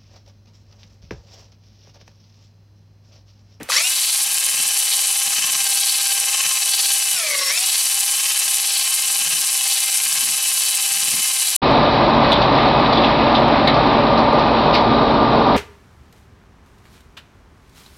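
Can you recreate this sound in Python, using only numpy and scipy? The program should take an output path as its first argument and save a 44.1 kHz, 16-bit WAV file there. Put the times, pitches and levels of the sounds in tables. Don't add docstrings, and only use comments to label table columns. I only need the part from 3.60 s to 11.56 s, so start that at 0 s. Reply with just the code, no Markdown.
import sys
import numpy as np
from scipy import signal
from scipy.fft import rfft, irfft
from scipy.io import wavfile
from scipy.ndimage import uniform_filter1d

SR = 44100
rng = np.random.default_rng(int(sys.argv[2]) if len(sys.argv) > 2 else 0)


def transcribe(u):
    v = np.clip(np.atleast_2d(u).T, -1, 1)
    q = np.round(v * 32767).astype(np.int16)
    wavfile.write(sys.argv[1], SR, q)


N = 351249
TIME = np.arange(N) / SR
FREQ = np.maximum(np.arange(N // 2 + 1) * SR / N, 1)
PASSES_PER_CHUCK, PASSES_PER_CARRIER, PASSES_PER_MOTOR = 15, 4, .8


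TOOTH_ORDERS = [1.33, 2, 2.65, 3, 4, 5.25, 6, 8, 9, 10.5, 11, 11.5, 17.15, 20, 29]
TOOTH_DB = [-66.5, -64, -61, -45, -54, -80, -48.5, -50, -50, -53, -50, -44, -63, -49.5, -56]
TOOTH_STRAIN_DB = [-1, 6, 10, 1, -3, 1.5, 8, 3, 6.5, 12, -1, 0, -11, 2, 0]
# t/s, level/dB
HUM_FADER = [(.3, -2.5), (1, -1), (2, 0), (2.8, 2), (3.5, 1), (4.2, -1), (5, 0), (6.1, -0.5), (6.9, -1),
             (7.96, -1)]

def gears(rate, passes, strain):
    out, (hum_db,) = 0, curves(HUM_FADER)
    for order, db, strain_db in zip(TOOTH_ORDERS, TOOTH_DB, TOOTH_STRAIN_DB):
        rough = min(.065 * order, .7) + .45 * strain
        level_db = db + strain_db * strain + 1.93 * drift(2.8) + hum_db * (order <= 6)
        partial = tone(order * passes, rough, flutter_hz=38.3)
        out += undb(level_db) * shell(order * rate) * partial
    return out


WHINE_ORDERS = [8, 9, 12, 18, 24, 27]
WHINE_PARTIAL_DB = [-8.5, -3.5, -7, -2, -3, -19]
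WHINE_STRAIN_DB = [2.5, 2.5, -3, -2, 7, -5]
# t/s, level/dB
WHINE_FADER = [(.25, -29.5), (.6, -41), (.95, -33), (2.5, -34), (3.45, -32.5), (5.1, -33.5), (7.96, -32.5)]
# t/s, level/dB
WHINE_TOP_FADER = [(.7, -0.5), (1.7, 0), (2.8, 0), (3.8, -0.5), (4.7, -3), (7.96, -2.5)]

def motor(turn_hz, turns, strain, mouth):
    out, (top_db,) = 0, curves(WHINE_TOP_FADER)
    for order, db, strain_db in zip(WHINE_ORDERS, WHINE_PARTIAL_DB, WHINE_STRAIN_DB):
        partial = tone(order * turns, rough=.3 + .54 * strain, flutter_hz=2.8 * order)
        level_db = db + strain_db * strain + top_db * (order >= 18)
        out += undb(level_db) * shell(order * turn_hz) * partial
    return out * undb(curves(WHINE_FADER)[0] + 2 * mouth - 3.5 * strain)


# f/Hz, width/Hz, gain/dB
SHELL_FORMANTS = [(540, 130, 6.5), (1120, 130, 5), (2300, 600, 6), (3500, 500, 3), (5350, 520, 8),
                  (6400, 450, -8)]

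def shell(hz):
    lift_db = sum(db / (1 + (2 * (hz - centre) / width) ** 2) for centre, width, db in SHELL_FORMANTS)
    return undb(lift_db) * hz ** 4 / (hz ** 4 + 280 ** 4)


# f/Hz, level/dB
RATTLE_EQ = [(40, -28), (130, -30), (280, -16.5), (430, -20.5), (620, -13), (950, -6), (1450, -6.5),
             (1850, 0.5), (2500, 3), (3400, 0.5), (5500, 5.5), (8000, 2), (15000, -89)]
# f/Hz, width/Hz, gain/dB
HOUSING_MODES = [(550, 75, 2), (875, 28, 0), (1075, 75, 8.5), (1260, 18, 10.5), (1400, 11, 1),
                 (1700, 150, 3.5), (1800, 19, -8), (2500, 55, 2), (2570, 105, 5.5), (3070, 230, 4),
                 (3700, 28, 7)]

def rattle(turns):
    hits = grains(per_s=5000, spread_db=3.5) * swell(turns, depth_db=2.5, at=.19)
    housing = 1 + sum((undb(db) - 1) * resonance(hz, width) for hz, width, db in HOUSING_MODES)
    return unit_rms(filtered(hits, eq(RATTLE_EQ) * housing), band_hz=(1300, 1900))


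# t/s, f/Hz
CRUISE_SPEED = [(.6, 268.8), (2.1, 264.7), (3.4, 264.5), (4.4, 265.8), (6, 264.45), (7.96, 263.6)]
# t/s, speed gain/Hz, height/full stroke
MOUTH_STROKES = [(.943, 1.65, .4), (1.83, 2.8, 1.1), (2.805, 3.13, 1.2), (4.685, 6.5, 0.83),
                 (5.67, 3.9, 0.55), (6.61, 3.14, 0.36), (7.5, 3.26, 0.42)]

def speed():
    free = curves(CRUISE_SPEED)[0] + sum(hz * bump(s, .122) for s, hz, _ in MOUTH_STROKES)
    wound_up = 1 - np.exp(-(since(.061) / .098) ** 1.39)
    sag_hz = 88 * (1 - np.exp(-since(3.541) / .114))
    sag_release = np.exp(-(since(3.891) / .081) ** 1.39)
    return free * wound_up - sag_hz * sag_release


def drive(rate):
    acceleration = uniform_filter1d(np.gradient(rate) * SR, size=2600)
    torque = np.clip(acceleration / 1200, 0, 1)
    return undb(5.5 * torque ** 2) * np.minimum(rate / 182, 1) ** 4


def throb(chuck, carrier):
    pulse = swell(chuck, depth_db=2.73 + .5 * drift(1.2), at=.052)
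    double_pulse = swell(2 * chuck, depth_db=1.55, at=.43)
    return pulse * double_pulse * swell(carrier, depth_db=.9, at=.14)


# f/Hz, level/dB
SIZZLE_EQ = [(300, -59), (1500, -56), (3000, -10.5), (5000, -5), (7000, -1.5), (8200, 2.5), (10000, 3.5),
             (11500, 0), (12800, -6), (14200, -14), (15800, -20)]

def sizzle(chuck, strain):
    balls = rng.standard_normal(120)
    balls = uniform_filter1d(balls, size=3, mode="wrap") - uniform_filter1d(balls, size=21, mode="wrap")
    catch = np.interp(chuck % 1, np.linspace(0, 1, len(balls)), balls / np.std(balls))
    spurt_db = 2.3 * catch + 2.2 * drift(660) + drift(31)
    scratch, edges_hz = 0, [100, 4500, 7500, 9800, 11800, 17000]
    for low, high in zip(edges_hz, edges_hz[1:]):
        grit = grains(per_s=16000, spread_db=2)
        grit *= undb(spurt_db + high / 2300 * np.tanh(.6 * drift(630)))
        grit = np.tanh(grit / np.std(grit) / 5.5)
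        scratch += filtered(grit, eq(SIZZLE_EQ) * (FREQ >= low) * (FREQ < high))
    bite = swell(chuck, depth_db=1.17 + 1.7 * strain, at=.59)
    return unit_rms(scratch, band_hz=(7000, 13000)) * bite


# f/Hz, width/Hz, level/dB
WALL_MODES = [(2840, 31, -10), (3274, 100, -5.5), (3450, 27, 3.5), (3930, 110, 0), (4120, 130, 1.5),
              (4410, 110, 2), (4545, 58, 4.5), (4950, 180, -7), (5500, 130, -9)]
# t/s, lift of the ring/dB, half length/s
DEEP_STROKES = [(.45, 8, 0.18), (1.343, 4.5, 0.14), (2.294, 7.5, 0.21), (3.21, 9, 0.15), (4.135, 7.5, .14),
                (5.16, 7, 0.14), (6.137, 8.5, 0.091), (7.064, 5, 0.089), (7.884, 5, .12)]

def bore_ring():
    drumming = grains(per_s=6000, spread_db=-.5)
    lift_db = sum(db * bump(s, half_s) for s, db, half_s in DEEP_STROKES)
    return unit_rms(filtered(drumming, modes(WALL_MODES))) * undb(lift_db)


# f/Hz, width/Hz, level/dB
BLOCK_MODES = [(66, 23, -22), (162, 20, -0.5), (221, 25, -3.5), (264, 37, -16), (345, 120, -20)]

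def knocks(chuck, contact_s=.0013, chatter_s=.016):
    t = TIME[:SR // 4]
    turn = np.floor(chuck - .15)
    blows = np.diff(turn, prepend=turn[0]) * undb(2.6 * rng.standard_normal(N))
    push, tail = (signal.fftconvolve(blows, np.exp(-t / s))[:N] for s in (contact_s, chatter_s))
    force = .096 * push + .16 * tail * rng.standard_normal(N)
    return unit_rms(filtered(force, modes(BLOCK_MODES)))


def rumble(chuck):
    return noise(modes(BLOCK_MODES)) * swell(chuck, depth_db=3, at=.17)


# t of the peak/s, level/dB, attack/s, release/s
WOBBLE_CUES = [(.65, -63, .08, .05), (1.02, -50.5, 0.14, 0.047), (1.86, -48.5, 0.13, 0.13),
               (2.87, -52, 0.028, .04), (3.54, -61, .03, .05), (5.74, -46, 0.14, 0.068),
               (6.69, -47, 0.15, 0.06), (7.57, -43, 0.15, .05)]

def wobble(chuck):
    envelope = sum(undb(db) * np.exp(-np.maximum((s - TIME) / attack, (TIME - s) / release) ** 1.2)
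                   for s, db, attack, release in WOBBLE_CUES)
    return envelope * (undb(-1) * knocks(chuck) + undb(-2) * rumble(chuck))


# t/s, peak/dB, f/Hz, width/Hz, decay/s
CLACK_CUES = [(0.0042, -27, 260, 300, 0.016), (0.0095, -41, 85, 210, .06), (0.0088, -30, 1700, 1200, 0.012),
              (0.031, -20, 7100, 9300, 0.0024), (0.099, -15, 1120, 250, 0.0023),
              (0.089, -17.5, 2200, 2500, 0.0023), (0.088, -26.5, 550, 210, 0.0094),
              (0.12, -13.5, 1950, 860, 0.0069), (1.318, -10, 3800, 2100, 0.017)]

def clacks():
    out = 0
    for s, db, hz, width, decay in CLACK_CUES:
        blow = rng.standard_normal(N) * (TIME >= s) * np.exp(-since(s) / decay)
        clack = filtered(blow, resonance(hz, width) ** 2)
        out += undb(db) * clack / np.abs(clack).max()
    return out


# f/Hz, level/dB
ROOM_TONE_EQ = [(25, -9), (65, -3.5), (110, -7), (300, -0.5), (700, 5), (2500, 10.5), (4000, 1.5),
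                (15000, -11.5)]

def room_tone():
    return undb(-45.5) * noise(eq(ROOM_TONE_EQ))


def garage(x, t60_s, wet_db, left_db):
    colour = eq([(100, -32), (400, -10), (1200, -2), (4500, -6.5), (9000, 2), (13000, -1)])
    out = []
    for side in (1, -1):
        tail = rng.standard_normal(N) * undb(-60 * TIME / t60_s) * (TIME > .004)
        tail = filtered(tail / np.linalg.norm(tail), colour)[:SR // 2]
        out.append(x * undb(side * left_db) + undb(wet_db) * signal.fftconvolve(x, tail)[:N])
    return np.array(out)


def tone(cycles, rough, flutter_hz):
    flutter = 1 + rough * (drift(flutter_hz) + 1j * drift(flutter_hz))
    return np.sqrt(2) * np.real(flutter * np.exp(2j * np.pi * cycles)) / np.sqrt(1 + 2 * rough ** 2)


def grains(per_s, spread_db):
    hardness = np.minimum(rng.exponential(size=N), 3)
    x = (rng.random(N) < per_s / SR) * rng.choice([-1, 1], N) * undb(spread_db * hardness)
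    return x / np.std(x)


def noise(colour):
    x = filtered(rng.standard_normal(N), colour)
    return x / np.std(x)


def drift(hz):
    return noise(1 / (1 + (FREQ / hz) ** 4))


def swell(turns, depth_db, at):
    return undb(depth_db * np.cos(2 * np.pi * (turns - at)))


def bump(s, half_s):
    return np.exp(-((TIME - s) / half_s) ** 2)


def since(s):
    return np.maximum(TIME - s, 0)


def curves(table):
    s, *columns = np.transpose(table)
    return [np.interp(TIME, s, c) for c in columns]


def eq(points):
    hz, db = np.transpose(points)
    return undb(np.interp(np.log(FREQ), np.log(hz), db))


def resonance(hz, width):
    return 1 / (1 + 1j * (FREQ ** 2 - hz ** 2) / (FREQ * width))


def modes(table):
    return sum(undb(db) * resonance(hz, width) for hz, width, db in table)


def filtered(x, response):
    return irfft(rfft(x) * response, N)


def unit_rms(x, band_hz=(20, 20000)):
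    return x / np.std(filtered(x, (FREQ > band_hz[0]) & (FREQ < band_hz[1])))


def undb(db):
    return 10 ** (np.asarray(db) / 20)


def scene():
    rate = speed()
    passes = np.cumsum(rate) / SR
    passes -= np.interp(.1, TIME, passes)
    passes += .018 * drift(6.35)
    chuck, rotor = passes / PASSES_PER_CHUCK, passes / PASSES_PER_MOTOR

    strain = np.clip((262 - rate) / 65, 0, 1)
    mouth = sum(height * bump(s, .14) for s, _, height in MOUTH_STROKES)
    judder = bump(.161, .028)
    fade_in = np.clip((TIME - .08) / .02, 0, 1) ** 2
    load = throb(chuck, passes / PASSES_PER_CARRIER) ** (.88 + .28 * mouth)

    rattle_db = -44.5 + 3.5 * mouth + 1.5 * strain + 10 * judder
    ring_db = -32.5 - 3 * mouth + 4 * strain + 8.5 * judder
    sizzle_db = -21 - 1.2 * mouth - 4.5 * strain
    partials = gears(rate, passes, strain) + motor(rate / PASSES_PER_MOTOR, rotor, strain, mouth)
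    drill = (drive(rate) * partials + rattle(rotor) * undb(rattle_db)) * load
    hone = bore_ring() * undb(ring_db) * load + sizzle(chuck, strain) * undb(sizzle_db)

    drill_bus = garage(fade_in * drill + clacks(), t60_s=.21, wet_db=-6.5, left_db=.86)
    hone_bus = garage(fade_in * hone + wobble(chuck), t60_s=.15, wet_db=-16, left_db=.45)
    return drill_bus + hone_bus + garage(room_tone(), t60_s=.41, wet_db=-6, left_db=-.6)


def record(dry, top_hz=15750):
    return signal.sosfilt(signal.ellip(10, .1, 80, top_hz, fs=SR, output="sos"), dry)


dry = scene()
out = record(dry)
transcribe(out)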